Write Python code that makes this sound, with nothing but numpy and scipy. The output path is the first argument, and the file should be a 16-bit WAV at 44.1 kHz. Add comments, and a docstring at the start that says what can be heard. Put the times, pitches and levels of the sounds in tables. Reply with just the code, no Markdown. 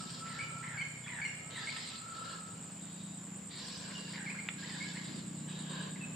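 """From the outset an insect chorus holds a steady shrill band, filtered noise, while crickets chirp in swelling tones;
soon far insects trill thinly, each on one pitch. A distant engine throbs as harmonics of its firing rate, first
slowing and then picking up, over a faint steady hum. Birds call in a forest: shaped noise gives hissing rasps and
gliding tones give far, nearly level whistles; soon come roughened growls that fall and end in bright chips, then
peeps, squawks, yips and thin wheezes. Late on, one sharp tap sounds close by, as a burst of damped modes."""
import sys
import numpy as np
from scipy import signal
from scipy.io import wavfile
from scipy.ndimage import uniform_filter1d

SR = 44100
rng = np.random.default_rng(int(sys.argv[2]) if len(sys.argv) > 2 else 0)


def store_pcm(level_fs):
    """Save levels as 16-bit WAV."""
    pcm = np.round(np.clip(level_fs, -1, 1) * 32767).astype(np.int16)
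    wavfile.write(sys.argv[1], SR, np.atleast_2d(pcm).T)


N = 271435
TIME = np.arange(N) / SR
# Frequencies (Hz) and times (s) of the short-time spectra
BINS = np.fft.rfftfreq(1024, 1 / SR)
FRAMES = np.arange(N // 256 + 5) * 256 / SR


def gain_of(db):
    """Level law: decibels to an amplitude ratio."""
    return 10 ** (np.asarray(db) / 20)


def evened(x):
    """Power normalisation: scales to rms 1."""
    return x / np.sqrt(np.mean(x ** 2) + 1e-20)


def read(points, hz):
    """Spectral envelope: interpolates a table on a log-frequency axis."""
    f, value = np.transpose(points)
    return np.interp(np.log(hz + 1), np.log(f + 1), value)


def follow(rows):
    """Time envelope: interpolates a table at every sample."""
    return np.interp(TIME, *np.transpose(rows))


def add(mix, s, sound):
    """Superposition: mixes a sound in at a time, or at the very start if that time is negative."""
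    part = mix[max(round(s * SR), 0):][:len(sound)]
    part += sound[:len(part)]


def wander(rate):
    """Band-limited random modulation: rms 1, fluctuating up to about a rate per second."""
    steps = rng.standard_normal(size=10000)
    return evened(np.interp(np.arange(N) * 2 * rate / SR, np.arange(len(steps)), steps))


# Likeness of the two channels in diffuse noise. Each row: frequency in Hz, left-right correlation.
CHANNEL_LIKENESS = [(30, .6), (70, .99), (170, .99), (330, .5), (700, .2), (2000, .45), (8000, .5),
                    (14000, .7)]


def noise(shape_db, patchy_db):
    """Diffuse field: coloured stereo noise of rms 1, partly correlated, with small drifting patches."""
    a, b, c, d, patches = rng.standard_normal((5, len(FRAMES), len(BINS)))
    patches = uniform_filter1d(uniform_filter1d(patches, size=7, axis=0), size=7, axis=1)
    patches = np.clip(evened(patches), -2, 2)
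    same = np.clip(read(CHANNEL_LIKENESS, BINS), -1, 1)
    left = a + 1j * b
    right = same * left + np.sqrt(1 - same ** 2) * (c + 1j * d)
    spectra = np.array([left, right]) * gain_of(shape_db + patchy_db * patches)
    return evened(signal.istft(spectra.transpose(0, 2, 1), nperseg=1024, noverlap=768)[1][:, :N])


# Decay of the forest's echo tail. Each row: frequency in Hz, time to fall 60 dB in seconds.
FOREST_DECAY = [(200, .068), (1300, 1), (5000, 1), (9000, 0.01)]


def forest(x, wet_db, pan_db, near_db):
    """Reverberation: direct sound, early scatter from near trunks and leaves, and a tail from trees behind."""
    hz, t, z = signal.stft(rng.standard_normal((2, SR)), SR, nperseg=256)
    decay = gain_of(-60 * t / read(FOREST_DECAY, hz)[:, None])
    tail = signal.istft(z * decay, SR, nperseg=256)[1][:, :SR]
    early = rng.standard_normal((2, SR)) * np.exp(-TIME[:SR] / 0.022)
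    echoes = (gain_of(wet_db) * evened(tail) + gain_of(near_db) * evened(early)) / np.sqrt(SR)
    heard = x + signal.fftconvolve(x[None], echoes, axes=1)[:, :N]
    return heard * gain_of([[pan_db / 2], [-pan_db / 2]])


def bend(length, hz, ratios):
    """Frequency glide: a parabola through pitch ratios at the start, middle and end."""
    curve = np.polyfit([0, .5, 1], ratios, 2)
    return hz * np.polyval(curve, np.linspace(0, 1, round(length * SR)))


def sing(notes, partials, jitter, jitter_rate, flutter, edge):
    """Additive synthesis of (s, pitch curve, dB) notes from (multiple, dB) partials, roughened by FM and AM."""
    out, shake, tremble = np.zeros(N), wander(jitter_rate), wander(jitter_rate)
    for s, pitch, db in notes:
        at = (round(s * SR) + np.arange(len(pitch))) % N
        phase = 2 * np.pi * np.cumsum(pitch * (1 + jitter * shake[at])) / SR
        tone = sum(gain_of(d) * np.sin(k * phase) for k, d in partials)
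        tone = evened(tone * (1 + flutter * tremble[at]))
        fades = signal.windows.tukey(len(pitch), np.clip(edge, .05, 1))
        add(out, s, gain_of(db) * tone * fades)
    return out


# Colour of the forest air. Each row: frequency in Hz, relative density in dB per Hz.
AIR_COLOUR = [(50, -52), (85, -24), (130, 11.5), (200, 7.5), (330, -1), (500, 1), (1200, -3), (2000, -7.5),
              (3300, -9.5), (5600, -42), (9000, -18.5), (11500, -27), (15500, -36)]


def air(level_db=-55):
    """Broadband noise: the soft wash of the forest and far low rumble."""
    return noise(read(AIR_COLOUR, BINS), patchy_db=1.5) * gain_of(level_db + .5 * wander(4.0))


# Engine speed, sagging and then picking up. Each row: time in seconds, firings per second.
ENGINE_FIRINGS = [(0, 33.4), (.35, 32.1), (.65, 31.6), (1, 30.4), (1.45, 29.8), (1.8, 29.1), (2.5, 28.2),
                  (3, 28.25), (4.1, 28.8), (4.75, 29.45), (5.3, 30.3), (6.15, 31.35)]
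# Gain of the engine's throb. Each row: time in seconds, gain in dB.
ENGINE_GAIN = [(0, -4), (.6, 0.5), (1.5, -5), (2.2, -9), (3.1, -1.5), (3.6, -6.5), (4, -2), (5.3, 1.5),
               (6.15, 1.5)]
# The engine coasts, then pulls again. Each row: time in seconds, load from 0 to 1.
ENGINE_LOAD = [(0, 0.57), (.35, 0.11), (1.4, 0.18), (2.05, 0.35), (2.4, 1), (6.15, 0.85)]
# Exhaust resonances while coasting. Each row: frequency in Hz, level in dB before the engine's gain.
COASTING_PIPE = [(60, -83), (93, -65), (122, -53), (155, -53.5), (185, -60.5), (230, -69), (290, -87),
                 (400, -82)]
# Exhaust resonances while pulling. Each row: frequency in Hz, level in dB before the engine's gain.
PULLING_PIPE = [(58, -81), (118, -86), (143, -60.5), (153, -49.5), (172, -49.5), (187, -49.5), (205, -50),
                (217, -56.5), (228, -87), (243, -92), (254, -73), (272, -63), (303, -56.5), (316, -72.5),
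                (400, -75)]
# Colour of the low rumble around the engine. Each row: frequency in Hz, relative density in dB per Hz.
RUMBLE_COLOUR = [(50, -72), (100, -15), (160, 6), (215, 6.5), (260, 3), (420, -8)]
# Loudness of that rumble. Each row: time in seconds, level in dB.
RUMBLE_LEVEL = [(0, -53), (.35, -57), (1, -63), (4.95, -56), (5.2, -47.5), (5.45, -54), (6.15, -51)]
COAST_LIMP = .35  # strong-weak contrast of alternate firings at no load


def engine(ring_hz=175, ring_width_hz=80, uneven=0.075):
    """Source and filter: firing-rate harmonics slide through exhaust resonances, limping less under load."""
    rate, load = follow(ENGINE_FIRINGS), np.clip(follow(ENGINE_LOAD), 0, 1)
    firings = np.cumsum(rate) / SR + .012 * (1 - load) * wander(14)
    body = np.zeros(N)
    for order in range(2, 14):
        hz = order * rate
        db = (1 - load) * read(COASTING_PIPE, hz) + load * read(PULLING_PIPE, hz)
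        # phase lag of a resonator, passing zero at its own frequency
        lag = np.arctan((hz / ring_hz - ring_hz / hz) * ring_hz / ring_width_hz)
        level = np.sqrt(2) * gain_of(db + .8 * wander(2))
        body += level * np.cos(2 * np.pi * order * firings - lag)
    sizes = 1 + uneven * wander(15) + COAST_LIMP * (1 - load) * np.cos(np.pi * firings)
    throb = body * sizes * gain_of(follow(ENGINE_GAIN))
    above_rumble = BINS > RUMBLE_COLOUR[-1][0]
    rumble = noise(read(RUMBLE_COLOUR, BINS) - 200 * above_rumble, patchy_db=1)
    return throb + rumble * gain_of(follow(RUMBLE_LEVEL))


# A steady electrical hum. Each row: frequency in Hz, level in dB.
HUM_TONES = [(120, -66.5), (240, -65.5)]


def hum():
    """Stationary sinusoids: two faint steady tones under the engine."""
    return sum(np.sqrt(2) * gain_of(db) * np.sin(2 * np.pi * hz * TIME) for hz, db in HUM_TONES)


# Colour of the insect chorus. 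Each row: frequency in Hz, relative density in dB per Hz.
CHORUS_COLOUR = [(6500, -21), (6820, -16.5), (7000, -5), (7140, 0.5), (7330, 3.5), (7530, -9.5),
                 (7610, -0.5), (7730, -25), (7830, -2.5), (7930, -4), (8250, -8.5), (8500, -23.5),
                 (9200, -34.5)]


def chorus(level_db=-52.0):
    """Narrow-band noise: many insects fuse into one shrill band that flickers faintly in level."""
    return noise(read(CHORUS_COLOUR, BINS), patchy_db=1.0) * gain_of(level_db + 0.17 * wander(35))


CHIRP_SLIP_S = .003  # rms timing error of a chirp


def beats(start, end, period):
    """Jittered periodicity: evenly spaced chirp times, each slipping a little."""
    times = np.arange(start, end, period)
    return times + CHIRP_SLIP_S * rng.standard_normal(len(times))


def cricket(times, levels, hz, stroke_s, fall_hz, spread_hz):
    """Amplitude modulation: three wing strokes swell one high tone, which sags a little in pitch."""
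    out, strokes = np.zeros(N), np.arange(0, 3, 1 / (stroke_s * SR))
    for s, db, (detune, *sizes) in zip(times, levels, rng.standard_normal((len(times), 4))):
        pitch = hz + spread_hz * detune + fall_hz * (.5 - strokes / strokes[-1])
        stroke_db = 0.84 * np.take(sizes, strokes.astype(int), mode="clip")
        swell = abs(np.sin(np.pi * strokes)) * gain_of(db + stroke_db)
        add(out, s - len(strokes) / SR / 2, swell * np.sin(2 * np.pi * np.cumsum(pitch) / SR))
    return out


# Runs of chirps of the near cricket. Each row: first chirp in seconds, end in seconds, period in seconds.
NEAR_CRICKET_RUNS = [(.415, .7, .116), (1.157, 4.58, .1053), (4.74, 6.2, .1083)]
# The second cricket chirps steadily, fades and stops
SECOND_PERIOD_S, SECOND_STOP_S = .098, 2.9
SECOND_DB, SECOND_FADE_DB_PER_S = -47, 3.5


def crickets(near_db=-47.0):
    """Interaural cues: two crickets sound to the right, as the left channel is weaker and a sample later."""
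    times = beats(.015, SECOND_STOP_S, SECOND_PERIOD_S)
    levels = SECOND_DB - SECOND_FADE_DB_PER_S * times
    second = cricket(times, levels, hz=8225, stroke_s=.015, fall_hz=90, spread_hz=25)
    times = np.concatenate([beats(*run) for run in NEAR_CRICKET_RUNS])
    levels = np.full(len(times), near_db)
    near = cricket(times, levels, hz=8068, stroke_s=.0152, fall_hz=15, spread_hz=10)
    left, right = forest(near + second, wet_db=-9, pan_db=-1, near_db=-20)
    return np.array([np.roll(left, 1), right])


# Harsh rasps. Each row: start in seconds, length in seconds, hiss level in dB, centre of the hiss in Hz,
# throat level in dB.
RASP_CALLS = [(-.04, 0.29, -51, 4510, -58.5), (0.235, 0.25, -54, 4400, -55.5),
              (1.496, .11, -52, 3740, -55.5), (1.578, 0.43, -46.5, 4150, -62),
              (2.139, 0.28, -53.5, 4260, -54.5), (2.754, 0.37, -64, 3870, -83),
              (3.49, 0.1, -56.5, 3900, -67), (3.567, 0.3, -49.5, 4740, -55),
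              (3.803, 0.26, -52.5, 4500, -53.5), (4.027, 0.18, -51.5, 4320, -57),
              (4.575, 0.43, -49, 4190, -57.5), (4.975, 0.27, -53.5, 4180, -59.5),
              (5.47, 0.27, -53, 3500, -55.5), (5.68, 0.24, -54, 3740, -48.5)]
# Colour of the hiss at its usual pitch. Each row: frequency in Hz, relative density in dB per Hz.
HISS_COLOUR = [(500, -33), (2000, -8), (3300, -2), (3800, 2), (4700, 2), (5300, -3), (6000, -13.5),
               (7000, -13.5), (11000, -30.5), (15000, -43)]
# Fixed resonances of the throat. Each row: frequency in Hz, relative density in dB per Hz.
THROAT_COLOUR = [(250, -12.5), (520, 1), (800, -10.5), (1030, 2.5), (1300, -12.5), (1680, 4.5), (2200, -29),
                 (2850, -1.5), (3200, -7.5), (4000, -47)]
RASP_SCOOP, RASP_OPEN_S = 0.047, 0.017  # each rasp starts this share lower and opens upward
STRAND_HZ, STRAND_DRIFT, STRAND_DB = 440, .018, 2.2  # spacing at the usual pitch, its drift, ripple depth


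def rasps(grain_db=-1.0, usual_hz=4300, attack_s=0.013, release_s=0.095, arch_db=3.5, echo_db=-11, echo_s=0.5):
    """Turbulence noise: a grainy hiss whose bright band shifts by call, over fixed throat resonances."""
    s, length, db, hz, low_db = np.transpose(RASP_CALLS)[:, :, None]
    age, left = FRAMES - s, s + length - FRAMES
    arch = gain_of(-arch_db * np.clip(2 * age / length - 1, -1, 1) ** 2)  # swells to the middle
    echo = gain_of(echo_db) * np.exp(np.minimum(left, 0) / echo_s)  # lingers among the trees
    release = np.clip(left / release_s + .5, 0, 1)
    shape = np.clip(age / attack_s, 0, 1) * np.maximum(arch * release, echo)
    hiss_power = (shape * gain_of(db)) ** 2 + 1e-16
    throat_power = (shape * gain_of(low_db)) ** 2
    hiss_level = np.interp(TIME, FRAMES, np.sqrt(hiss_power.sum(axis=0)))
    throat_level = np.interp(TIME, FRAMES, np.sqrt(throat_power.sum(axis=0)))
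    pitch = hz * (1 - RASP_SCOOP * np.exp(-np.maximum(age, 0) / RASP_OPEN_S))
    # overlapping calls share one band, placed by their power
    stretch = np.average(pitch, weights=hiss_power, axis=0) / usual_hz
    spacing = STRAND_HZ * stretch * (1 + STRAND_DRIFT * np.interp(FRAMES, TIME, wander(8)))
    strands = STRAND_DB * np.cos(2 * np.pi * BINS / spacing[:, None])  # smeared overtones that waver
    hiss = noise(read(HISS_COLOUR, BINS / stretch[:, None]) + strands, patchy_db=2.5) * hiss_level
    throat = noise(read(THROAT_COLOUR, BINS), patchy_db=-2.5) * throat_level
    return (hiss + throat) * gain_of(grain_db * wander(130)) * gain_of([[-.3], [.3]])


# Whistles of two birds, often overlapping. Each row: start in seconds, length in seconds, pitch in Hz,
# rise over the note in Hz, final drop in Hz, level in dB before the cut for distance, swell over the note in dB.
WHISTLE_NOTES = [(0, 0.088, 1314, -9, -4, -44, -20), (0.151, 0.52, 1336, 4, 113, -41.5, -4.5),
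                 (0.226, 0.57, 1376, -3, 2, -49, -3), (1.38, 0.44, 1308, 36, -6, -48, 14),
                 (1.885, 0.58, 1307, -15, 106, -43.5, -3), (1.95, 0.44, 1358, 7, 3, -43.5, 8),
                 (4.577, 0.067, 1640, 8, 16, -45, -1), (4.846, 0.073, 1676, -2, -2, -43.5, -2)]
WHISTLE_DROP_S = 0.0306  # time constant of the final drop


def whistle(s, length, hz, rise_hz, drop_hz, db, swell_db):
    """Frequency glide: a nearly level pitch drops at the very end while the level slopes in dB."""
    t = np.arange(0, length, 1 / SR)
    along = t / length - .5
    pitch = hz + rise_hz * along - drop_hz * np.exp((t - length) / WHISTLE_DROP_S)
    return s, pitch, db + swell_db * along


def whistles():
    """Pure-tone phonation: single sinusoids with slight pitch jitter and a flutter in level."""
    notes = [whistle(*row) for row in WHISTLE_NOTES]
    return sing(notes, [(1, 0)], jitter=.011, jitter_rate=50, flutter=.35, edge=.25)


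# Partials of throaty notes, with subharmonics below and between: (multiple of the pitch, dB)
THROATY = [(1 / 2, -12), (1, 0), (3 / 2, -16), (2, -18)]
# Harsh rising croaks, mostly leading into growls. Each row: start in seconds, level in dB.
CROAK_NOTES = [(.255, -55.5), (.625, -47.5), (1.06, -49), (3.896, -55), (4.132, -48), (4.293, -50.5),
               (5.955, -57)]
# Pitch of croaks and yips at the start, middle and end, as ratios.
RISING_BEND = (.88, 1, 1.06)
CROAK_HZ, CROAK_S = 2058, 0.0312


def croaks():
    """Aperiodic phonation: strong fast jitter blurs a rising tone with subharmonics into harshness."""
    notes = [(s, bend(CROAK_S, CROAK_HZ, RISING_BEND), db) for s, db in CROAK_NOTES]
    return sing(notes, THROATY, jitter=.13, jitter_rate=500, flutter=.6, edge=.3)


GROWL_RATTLE_HZ, GROWL_RATTLE = 78, .5  # mean pulse rate, depth


def rattle(hz, depth):
    """Amplitude modulation: the uneven pulsing of a growling throat."""
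    turns = np.cumsum(hz * (1 + .25 * wander(40))) / SR
    return evened(1 + depth * np.cos(2 * np.pi * turns))


def rattling(notes):
    """Period doubling: jittered tones with subharmonics, pulsed by the rattle."""
    tones = sing(notes, THROATY, jitter=.042, jitter_rate=380, flutter=.5, edge=.2)
    return tones * rattle(GROWL_RATTLE_HZ, GROWL_RATTLE)


# Falling growls. Each row: start in seconds, length in seconds, pitch in Hz, level in dB.
GROWL_NOTES = [(0.285, 0.12, 1802, -54), (0.655, .13, 1812, -49), (1.083, 0.14, 1843, -47.5),
               (1.554, 0.092, 1785, -49), (4.166, .066, 1741, -49.5), (4.691, 0.082, 1790, -51.5)]
# Pitch of a growl at the start, middle and end, as ratios.
GROWL_GLIDE = (1.17, 1, .85)


def growls():
    """Falling glide: rattling notes sink in pitch toward the chips."""
    return rattling([(s, bend(length, hz, GROWL_GLIDE), db) for s, length, hz, db in GROWL_NOTES])


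def bright(notes):
    """Spectral spread: clear tones with an octave partial, plus a fainter heavily jittered buzz."""
    partials = [(1, 0), (2, -17)]
    clear = sing(notes, partials, jitter=.013, jitter_rate=220, flutter=.18, edge=.32)
    buzz = sing(notes, partials, jitter=.13, jitter_rate=600, flutter=.6, edge=.2)
    return clear + gain_of(-14) * buzz


# Scooped chips that mostly follow the growls. Each row: start in seconds, length in seconds, pitch in Hz,
# depth of the scoop as a share of the pitch, level in dB.
CHIP_NOTES = [(.387, 0.034, 2302, 0.015, -41.5), (0.772, 0.042, 2308, 0.019, -41.5),
              (1.212, 0.038, 2282, .045, -40.5), (1.67, 0.03, 2210, 0.035, -40.5),
              (4.257, .055, 2184, 0.178, -44), (4.382, 0.024, 2174, 0.043, -45),
              (4.798, 0.048, 2227, 0.031, -45.5)]
# Pitch of a chip at the start, middle and end before its scoop, as ratios.
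CHIP_GLIDE = (0.99, 0.97, 1.067)


def chips():
    """Scooped glide: each bright note is raised at both ends by the depth of its scoop."""
    notes = []
    for s, length, hz, scoop, db in CHIP_NOTES:
        notes.append((s, bend(length, hz, np.add(CHIP_GLIDE, (scoop, 0, scoop))), db))
    return bright(notes)


# Higher second voice over each closing note. Each row: start in seconds, length in seconds, pitch in Hz,
# level in dB.
UPPER_NOTES = [(.419, 0.048, 2950, -57.5), (.807, 0.034, 3045, -55), (1.244, 0.06, 2870, -52.5)]
# Pitch of second voices and squawks at the start, middle and end, as ratios.
UPPER_GLIDE = (1.02, .99, .99)


def upper_voices():
    """Biphonation: an independent higher tone sounds along with the closing note."""
    notes = [(s, bend(length, hz, UPPER_GLIDE), db) for s, length, hz, db in UPPER_NOTES]
    return sing(notes, [(1, 0), (2, -12)], jitter=.014, jitter_rate=300, flutter=.45, edge=.2)


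# Lower voice of the two-voiced closing notes. Each row: start in seconds, pitch in Hz, level in dB.
CLOSING_NOTES = [(.421, 2350, -46.5), (.81, 2163, -39.5), (1.248, 2140, -38.5)]
# Pitch of a closing note at the start, middle and end, as ratios.
CLOSING_GLIDE = (1.01, 1, 1.02)
CLOSE_S = 0.0226


def closing_notes():
    """Nearly level glide: short bright, buzzy notes end the phrase."""
    return bright([(s, bend(CLOSE_S, hz, CLOSING_GLIDE), db) for s, hz, db in CLOSING_NOTES])


# Far insects trill on one pitch. Each row: start in seconds, length in seconds, pitch in Hz, level in dB.
TRILL_NOTES = [(.6, 2.5, 7619, -66.5), (4.1, 1, 7825, -63), (5.3, .84, 7622, -64)]


def trills():
    """Random amplitude modulation: thin wavering tones from far insects within the chorus."""
    notes = [(s, np.full(round(length * SR), hz), db) for s, length, hz, db in TRILL_NOTES]
    tones = sing(notes, [(1, 0)], jitter=.001, jitter_rate=30, flutter=.6, edge=.4)
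    return forest(tones, wet_db=-5, pan_db=0, near_db=-15)


# Thin falling peeps. Each row: start in seconds, length in seconds, pitch in Hz, level in dB.
PEEP_NOTES = [(1.034, 0.038, 3400, -56), (3.94, 0.072, 2860, -48.5), (6, 0.059, 2614, -50)]
# Pitch of a peep at the start, middle and end, as ratios.
PEEP_GLIDE = (1.04, .99, .99)


def peeps():
    """Pure-tone glide: single sinusoids fall slightly in pitch."""
    notes = [(s, bend(length, hz, PEEP_GLIDE), db) for s, length, hz, db in PEEP_NOTES]
    return sing(notes, [(1, 0)], jitter=.011, jitter_rate=250, flutter=.2, edge=.5)


# Hoarse squawks near the start of rasps, one or two voices at once. Each row: start in seconds,
# length in seconds, pitch in Hz, level in dB.
SQUAWK_NOTES = [(1.518, 0.11, 1895, -51.5), (3.499, .115, 1880, -55.5), (3.503, 0.117, 2280, -55.5)]
# Partials of a squawk. Each row: multiple of the pitch, relative level in dB.
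SQUAWK_OVERTONES = [(1, -2), (2, 5)]


def squawks():
    """Dominant overtone: the octave outweighs the fundamental, and fast jitter makes it hoarse."""
    notes = [(s, bend(length, hz, UPPER_GLIDE), db) for s, length, hz, db in SQUAWK_NOTES]
    return sing(notes, SQUAWK_OVERTONES, jitter=.045, jitter_rate=600, flutter=.6, edge=.2)


# Short rising yips, all of one length. Each row: start in seconds, pitch in Hz, level in dB.
YIP_NOTES = [(1.76, 1900, -50.5), (4.238, 1800, -53), (4.345, 1570, -55), (4.625, 1890, -51),
             (4.95, 1946, -49)]
YIP_S = 0.0295


def yips():
    """Rising glide: short rattling notes within and between phrases."""
    return rattling([(s, bend(YIP_S, hz, RISING_BEND), db) for s, hz, db in YIP_NOTES])


# Thin wheezes inside the lower rasps. Each row: start in seconds, length in seconds, level in dB.
WHEEZE_NOTES = [(2.8, .38, -66.5), (5.483, .16, -58.5), (5.69, .15, -55)]
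# A wheeze and its faint higher partial. Each row: multiple of the pitch, relative level in dB.
WHEEZE_OVERTONES = [(1, 0), (1.26, -7)]
WHEEZE_HZ = 3770


def wheezes():
    """Inharmonic partials: two level tones, unsteadied by fast jitter and flutter."""
    notes = [(s, np.full(round(length * SR), WHEEZE_HZ), db) for s, length, db in WHEEZE_NOTES]
    return sing(notes, WHEEZE_OVERTONES, jitter=.018, jitter_rate=400, flutter=.6, edge=.15)


def birds(far_db=-10):
    """Distance cues: echo shares place the voices in the forest, and the whistlers are also cut in level."""
    far = forest(whistles(), wet_db=-6, pan_db=-.6, near_db=-12)
    among = forest(croaks() + growls() + upper_voices() + yips(), wet_db=-3.2, pan_db=-1.4, near_db=-11)
    near = chips() + closing_notes() + peeps() + squawks() + wheezes()
    near = forest(near, wet_db=-5.5, pan_db=-1.4, near_db=-13)
    return near + among + gain_of(far_db) * far


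# Two knocks so close that they fuse into one tap. Each row: start in seconds, peak level in dB.
TAP_KNOCKS = [(4.4876, -21), (4.4897, -33)]
# What the tap rings with. Each row: frequency in Hz, relative level in dB, time to fall 60 dB in seconds.
TAP_RESONANCES = [(780, -4, 0.0071), (1290, 9, 0.012), (2100, 19, 0.0071), (2370, 49, 0.0014),
                  (3480, 6.5, 0.029), (7500, -13, .003), (11000, -7, .003)]


def tap(rise_s=0.0009):
    """Modal synthesis: a small hard knock close by excites damped modes that die within milliseconds."""
    t, out, ring = TIME[:2000], np.zeros(N), 0
    for hz, db, t60 in TAP_RESONANCES:
        ring = ring + gain_of(db - 60 * t / t60) * np.sin(2 * np.pi * hz * (t - rise_s))
    ring = ring * np.minimum(t / rise_s, 1) ** 2
    for s, db in TAP_KNOCKS:
        add(out, s, gain_of(db) * ring / abs(ring).max())
    return forest(out, wet_db=-15, pan_db=-2.5, near_db=-8)


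def scene():
    """Superposition: all sources add at the listener."""
    insects = chorus() + crickets() + trills()
    return air() + engine() + hum() + insects + rasps() + birds() + tap()


EDGE_HZ = 15450


def record(dry):
    """Band limiting: a linear-phase low-pass filter removes what lies above the edge."""
    low_pass = signal.firwin(511, EDGE_HZ, window=("kaiser", 9), fs=SR)
    return signal.oaconvolve(dry, low_pass[None], "same")


dry = scene()
out = record(dry)
store_pcm(out)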